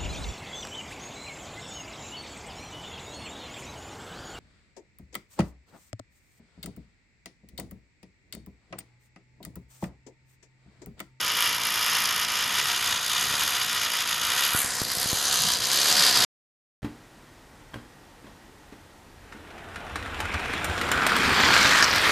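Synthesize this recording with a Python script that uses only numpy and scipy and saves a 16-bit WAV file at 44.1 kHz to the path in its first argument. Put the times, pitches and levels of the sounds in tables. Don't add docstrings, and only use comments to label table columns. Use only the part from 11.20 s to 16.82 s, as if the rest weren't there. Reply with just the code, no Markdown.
import sys
import numpy as np
from scipy import signal
from scipy.fft import rfft, irfft
from scipy.io import wavfile
from scipy.ndimage import uniform_filter1d, map_coordinates

SR = 44100
rng = np.random.default_rng(int(sys.argv[2]) if len(sys.argv) > 2 else 0)


def file_out(sig):
    cols = np.atleast_2d(sig).T
    lim = np.clip(cols, -1, 1)
    pcm = np.round(lim * 32767).astype(np.int16)
    wavfile.write(sys.argv[1], SR, pcm)


N = 247842
TIME = np.arange(N) / SR
HZ = np.fft.rfftfreq(4096, 1 / SR)

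# frequency in Hz, relative level in dB.
WIND_COLOUR = [(20, -30), (35, -21.5), (60, -4), (100, -2), (160, -4), (260, -9.5), (500, -21),
               (1200, -40.5)]
HOUSING_COLOUR = [(40, -14.5), (130, -11), (350, -2.5), (500, 4.5), (620, -6), (690, 3), (735, 6),
                  (790, -2), (840, -6.5), (1000, 6), (1500, -19.5)]
STEEL_COLOUR = [(500, -34), (830, -22), (950, -13.5), (1500, -8.5), (2200, -12), (2650, -13), (3200, -8.5),
                (4200, -11.5), (6000, -11.5), (7000, -14), (8000, -24.5), (11000, -26)]
STONE_FAR = [(4000, -23.5), (7000, -14), (8200, -7.5), (9400, -3.5), (10300, 1.5), (11200, 3),
             (11700, -1.5), (12400, 2.5), (13200, -7)]
STONE_NEAR = [(4000, -31), (7000, 2), (8200, 4), (9000, 2.5), (9800, 4), (10600, 4.5), (11300, 3.5),
              (12400, 3.5), (13200, -7.5)]
# start in seconds, length in seconds, level in dB.
RUBS = [(4.128, 0.21, -40.5), (4.74, 0.1, -44), (4.9, 0.18, -42)]
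# time in seconds, relative level in dB, half the treble cutoff in Hz.
KNOCKS = [(2.109, -38, 644), (2.139, -35.5, 615), (3.347, -24, 600), (3.445, -33.5, 600),
          (3.616, -24.5, 605), (3.77, -33.5, 600), (3.857, -29, 600), (3.929, -23.5, 600)]
# time in seconds, place number
MIC_PATH = [(1, 0), (1.8, 0.82), (2.7, 0.4), (3.33, 0.73), (3.47, 6), (3.72, 5), (4, 2.5), (4.35, 3.5),
            (4.65, 3.5), (4.8, 4)]
# time in seconds, delay in seconds, strength as a share of the direct sound.
WALL_ECHO = [(3.26, 0.00005, 0), (3.37, 0.000089, 0.47), (3.45, 0.00011, 0.54), (3.7, .000168, 0.047),
             (3.92, 0.00021, 0.13), (4.3, .00022, 0.26), (4.7, 0.00023, 0.13)]
# frequency in Hz, width in Hz, depth in dB.
HOLLOWS = [(2360, 490, -4.5), (5480, 430, -4)]
# start in seconds, length in seconds.
SURGES = [(1.2605, 0.1775), (1.9209, 0.3251), (3.0753, 0.3237), (3.7417, 0.3043), (4.4248, 0.3817)]
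# middle in seconds, length in seconds, change in dB.
CATCHES = [(.26, 0.15, 2.5), (0.392, 0.057, -4.5), (0.792, 0.17, 1.5), (1.069, 0.047, -3.5),
           (1.39, 0.045, 1.5), (1.79, 0.18, -1.5), (1.926, 0.069, 2.5), (2.388, 0.048, -3),
           (2.808, 0.056, 1.5), (2.845, 0.09, -3), (2.903, 0.12, 1.5), (4.394, 0.12, -4),
           (4.483, 0.055, -1.5), (4.747, 0.061, -3.5)]
# time in seconds, relative levels of hum and of shaking in dB.
HOUSING_LEVELS = [(0, -46.5, -49.5), (3, -47.5, -50.5), (3.7, -46.5, -46), (4.35, -43, -44),
                  (4.6, -40.5, -42.5), (5.05, -37, -40)]
# multiple of the blow rate, relative level in dB.
CRANK_TONES = [(1, -8), (2, -1), (3, -1), (4, 0), (5, -3.5), (6, -0.5), (7, -9), (8, -0.5), (9, -4),
               (10, -3.5), (11, 2), (12, -3.5), (13, -7), (14, -5.5)]
# frequency in Hz, width in Hz, level of the added part in dB.
SHELL_RESONANCES = [(577, 21.8, -0.5), (730.4, 39, 6.5)]
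# time in seconds, relative level in dB.
LOUD_CRACKS = [(0.2054, -21), (0.4349, -13), (0.7327, -18), (3.374, -17), (4.1283, -5), (4.2353, -6.5),
               (4.5155, -1), (4.6438, -6), (4.7257, -4), (4.7935, -8), (4.8228, -5.5)]
# pitch in Hz, relative level in dB.
STEEL_RINGS = [(969, -7), (1196, -7.5), (1253, -0.5), (1824, -3.5), (1938, -3.5), (2334, 1), (2450, 3.5),
               (2750, -3), (4830, -8.5), (4930, -3)]
# pitch in Hz, rough width in Hz, relative level in dB.
BEHIND = [(977, 170, -5), (1266, 41, 1), (1353, 400, -7), (1940, 350, -5), (2354, 149.0, -6),
          (2374, 8.7, 0.5), (2870, 220, -3.5), (3230, 660, -3.5), (4850, 200, -6.5), (5210, 620.0, -6.5),
          (6590, 332.0, -9.5)]
ASIDE = [(925, 106.0, -8.5), (1354, 230, -6), (1940, 110, -5.5), (2463, 130, -3.5), (2930, 100, -2.5),
         (3580, 640, -4), (4850, 160, -4.0), (6540, 340, -6.5)]
AWAY = [(955.0, 132.0, -16.5), (1446, 118.0, -1), (1974, 58.0, 0), (2890.0, 164.0, -15),
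        (4080, 366.0, -10.5), (4832.0, 340, -6), (6354.0, 1400, -10)]
ALONG = [(1290, 42, -7), (1670, 46.0, -5.5), (3070, 500, -3.5), (4040, 530, -3.5), (4800, 440, -7),
         (6440, 920, -1.5)]
NEAR = [(971, 153.0, -12), (1830, 580, -9.5), (3135.0, 237.0, -15.5), (4252.0, 1300, -6), (4840, 500, -3.5),
        (6340, 2100, -12.5)]
# time in seconds, base levels of steel and of stone in dB.
DRILL_LEVELS = [(0, -27, -34.5), (.7, -25.5, -31.5), (1.4, -27.5, -36.5), (2.2, -27, -35),
                (2.6, -27.5, -35.5), (3.05, -27, -34), (3.2, -26, -33.5), (3.39, -27.5, -31.5),
                (3.66, -31, -36), (3.78, -29.5, -31.5), (4.04, -27.5, -34), (4.13, -25, -33),
                (4.5, -24, -31), (4.8, -22, -31), (5.05, -20.5, -30.5)]


def amp(db):
    return 10 ** (np.asarray(db) / 20)


def unit(x):
    return x / np.sqrt(np.mean(x ** 2) + 1e-20)


def curve(rows, column=1):
    rows = np.array(rows)
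    return np.interp(TIME, rows[:, 0], rows[:, column])


def shape(points):
    hz, db = np.transpose(points)
    return amp(np.interp(np.log(HZ + 1), np.log(hz), db))


def colour(x, gain):
    log_gain = np.log(np.maximum(np.r_[gain, gain[-2:0:-1]], 1e-5))
    taps = np.fft.ifft(np.exp(np.conj(signal.hilbert(log_gain)))).real
    return signal.oaconvolve(x, taps / np.linalg.norm(taps))[:N]


def waver(hz):
    steps = rng.standard_normal(4000)
    return unit(np.interp(TIME * 2 * hz, np.arange(len(steps)), steps))


def add(mix, start_s, sound):
    part = mix[max(round(start_s * SR), 0):][:len(sound)]
    part += sound[:len(part)]


def strikes(turns, spread_db, jitter_s):
    on_time = np.flatnonzero(np.diff(np.floor(turns)) > 0)
    size, late = rng.standard_normal((len(on_time), 2)).T
    at = on_time + np.round(late * jitter_s * SR).astype(int)
    clicks = np.zeros(N)
    clicks[np.clip(at, 0, N - 1)] = amp(spread_db * np.clip(size, -2, 2))
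    return clicks


def linger(power, decay_s):
    out = signal.lfilter([1], [1, -np.exp(-1 / (decay_s * SR))], power)
    return out / out.mean()


def bursts(turns, decay_s, rebound, grit, scrape, spread_db):
    blow = strikes(turns, spread_db, jitter_s=0.00025)
    bounce = strikes(turns + .235, spread_db, jitter_s=.0008)
    grains = np.zeros(N)
    grains[rng.integers(0, N, size=2500)] = amp(2.0 * np.minimum(rng.exponential(size=2500), 4))
    power = linger(blow ** 2, decay_s) + rebound * linger(bounce ** 2, decay_s)
    power += grit * linger(grains ** 2, decay_s=0.00054)
    power = power + .5 * linger(power, decay_s=0.0077) + scrape
    return unit(np.sqrt(np.abs(uniform_filter1d(power, size=20))))


def wind(level_db=-53, gust_db=2.0):
    return colour(rng.standard_normal(N), shape(WIND_COLOUR)) * amp(level_db + gust_db * waver(hz=8.2))


def finger_rubs():
    swell = np.zeros(N)
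    for start, length, db in RUBS:
        add(swell, start, amp(db) * np.hanning(round(length * SR)))
    scuff = shape([(50, -21.5), (110, -8), (170, 2), (240, -10.5), (600, -36), (2000, -74)])
    return swell * colour(rng.standard_normal(N), scuff)


def finger_knocks(case_hz=95, decay_s=0.0039, snap_s=0.00042, boost_db=4):
    out, t = np.zeros(N), TIME[:SR // 25]
    thump = 1.2 * np.sin(2 * np.pi * case_hz * t) * np.exp(-t / decay_s) - 2.5 * np.exp(-t / snap_s)
    for start, db, hz in KNOCKS:
        dulled = signal.lfilter(*signal.butter(1, 2 * hz, fs=SR), thump)
        add(out, start + 0.0011, amp(db + boost_db) * dulled)
    return out


def wall_echo(x):
    echo = map_coordinates(x, [np.arange(N) - curve(WALL_ECHO) * SR], order=3)
    share = curve(WALL_ECHO, column=2)
    return (x + share * echo) / np.sqrt(1 + share ** 2)


def facing_away(x, place, deepest=1.9, reach=1.5):
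    dips_db = sum(db / (1 + (2 * (HZ - hz) / width) ** 2) for hz, width, db in HOLLOWS)
    turned = np.maximum(1 - ((place - deepest) / reach) ** 2, 0)
    return x + turned * (colour(x, amp(dips_db)) - x)


def motor_racing(spin_up_s=.0925, sag_s=.153):
    free = np.zeros(N)
    for start, length in SURGES:
        rise = 1 - np.exp(-np.clip(TIME - start, 0, length) / spin_up_s)
        sag = np.exp(-np.maximum(TIME - start - length, 0) / sag_s)
        free += (1 - free) * rise * sag
    return free


def bit_grip(uneven_db=0.89):
    grip_db = uneven_db * waver(hz=14)
    for middle, length, db in CATCHES:
        grip_db += db * np.cos(np.pi * np.clip((TIME - middle) / length, -.5, .5)) ** 2
    return grip_db


def housing(turns, blow_hz, free, grip_db, hum_db=-2.0, shake_db=1.5, racing_db=2.0):
    hum = np.zeros(N)
    for multiple, db in CRANK_TONES:
        lift = 1 + sum(amp(boost) / (1 + (2 * (multiple * blow_hz - hz) / width) ** 2)
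                       for hz, width, boost in SHELL_RESONANCES)
        hum += amp(db + 2.0 * waver(hz=7)) * lift * np.cos(2 * np.pi * (multiple * turns + rng.random()))
    hum = unit(hum) * amp(curve(HOUSING_LEVELS) + hum_db)
    shake = rng.standard_normal(N)
    shake *= bursts(turns, decay_s=0.0084, rebound=.44, grit=.44, scrape=1.3, spread_db=3.5)
    shake = colour(shake, shape(HOUSING_COLOUR))
    shake *= amp(curve(HOUSING_LEVELS, column=2) + shake_db + 0.66 * grip_db)
    return amp(racing_db * free) * (hum + shake)


def grain_cracks(turns, stone_db, decay_s=0.00073, loud_db=-9, small_db=11, chance=.06):
    ticks = strikes(turns, spread_db=3.5, jitter_s=.0002) * amp(stone_db + small_db)
    ticks *= rng.random(N) < chance
    for start, db in LOUD_CRACKS:
        add(ticks, start + .0007, [amp(db + loud_db)])
    fading = signal.lfilter([1], [1, -np.exp(-1 / (decay_s * SR))], ticks)
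    sharp = shape([(600, -32), (1500, -22.5), (4800, 7), (8000, 1.5), (13000, -6), (15000, -35)])
    return colour(fading * rng.standard_normal(N), sharp)


def stone_crunch(turns, place):
    crush = bursts(turns, decay_s=.0028, rebound=.35, grit=.2, scrape=.25, spread_db=2)
    snap_power = linger(strikes(turns - .035, spread_db=2.6, jitter_s=.00015) ** 2, decay_s=.0005)
    snap = colour(rng.standard_normal(N) * np.sqrt(snap_power), shape([(8500, -11), (11500, 0)]))
    breaking = unit(crush * rng.standard_normal(N) + .7 * snap)
    far = unit(colour(breaking, shape(STONE_FAR)))
    near = unit(colour(breaking, shape(STONE_NEAR)))
    nearness = np.clip(place / 1.1, 0, 1)
    return (1 - nearness) * far + nearness * near


def steel_rings(hits, place, half_width_hz=7.52, level_db=-15, db_per_place=-1.0):
    peaks = sum(amp(db) ** 2 / (1 + ((HZ - hz) / half_width_hz) ** 2) ** 2 for hz, db in STEEL_RINGS)
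    return colour(hits, np.sqrt(peaks)) * amp(level_db + db_per_place * place)


def steel_clatter(turns, place, ring_s=.014, split_hz=2900):
    t = TIME[:SR // 10]
    ring = rng.standard_normal(len(t)) * np.exp(-t / ring_s)
    ring = irfft(np.exp(1j * np.angle(rfft(ring))))
    blows = unit(signal.oaconvolve(strikes(turns, spread_db=2.0, jitter_s=.00003), ring)[:N])
    noise = rng.standard_normal(N)
    low = signal.sosfiltfilt(signal.butter(2, split_hz, fs=SR, output="sos"), noise)
    high = noise - low
    chuck = low * bursts(turns, decay_s=.0025, rebound=1.0, grit=1.2, scrape=2.3, spread_db=3.5)
    bit = high * bursts(turns - .03, decay_s=.0018, rebound=.7, grit=1.5, scrape=.8, spread_db=2.5)
    bit *= amp(.5 * waver(hz=43.5))
    hits = unit(0.63 * blows + chuck + bit)
    out = steel_rings(hits, place)
    bass_cut = 1 + (850 / (HZ + 1)) ** 10
    for number, resonances in enumerate([BEHIND, ASIDE, AWAY, ALONG, NEAR]):
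        peaks = sum(amp(db) ** 2 / (1 + ((HZ - hz) / (0.69 * width)) ** 2) ** 2
                    for hz, width, db in resonances)
        gain = np.sqrt(shape(STEEL_COLOUR) ** 2 + peaks / bass_cut)
        nearness = np.maximum(1 - abs(place - number), 0)
        out += nearness * colour(hits, gain)
    return out


def scene(loaded_hz=56.927, free_hz=73.486, racing_steel_db=1.0, racing_stone_db=1.5, width_db=-14):
    free, grip_db = motor_racing(), bit_grip()
    blow_hz = loaded_hz + (free_hz - loaded_hz) * free
    turns = np.cumsum(blow_hz) / SR + .28
    place = np.clip(curve(MIC_PATH), 0, 4)
    steel_db = curve(DRILL_LEVELS) + racing_steel_db * free + grip_db
    stone_db = curve(DRILL_LEVELS, column=2) + racing_stone_db * free + 1.1 * grip_db
    drill = steel_clatter(turns, place) * amp(steel_db) + stone_crunch(turns, place) * amp(stone_db)
    drill = facing_away(wall_echo(drill), place) + grain_cracks(turns, stone_db)
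    treble = signal.sosfilt(signal.butter(14, 4100, "high", fs=SR, output="sos"), drill)
    side = amp(width_db) * treble * waver(hz=300)
    mid = drill + housing(turns, blow_hz, free, grip_db) + finger_knocks() + finger_rubs() + wind()
    return np.array([mid + side, mid - side])


def record(dry, stop_s=5.0495, top_hz=13200):
    cut = dry * np.clip((stop_s - TIME) * SR / 20, 0, 1)
    low_pass = signal.firwin(301, top_hz, window=("kaiser", 8), fs=SR)
    return signal.oaconvolve(cut, low_pass[None], "same")


dry = scene()
out = record(dry)
file_out(out)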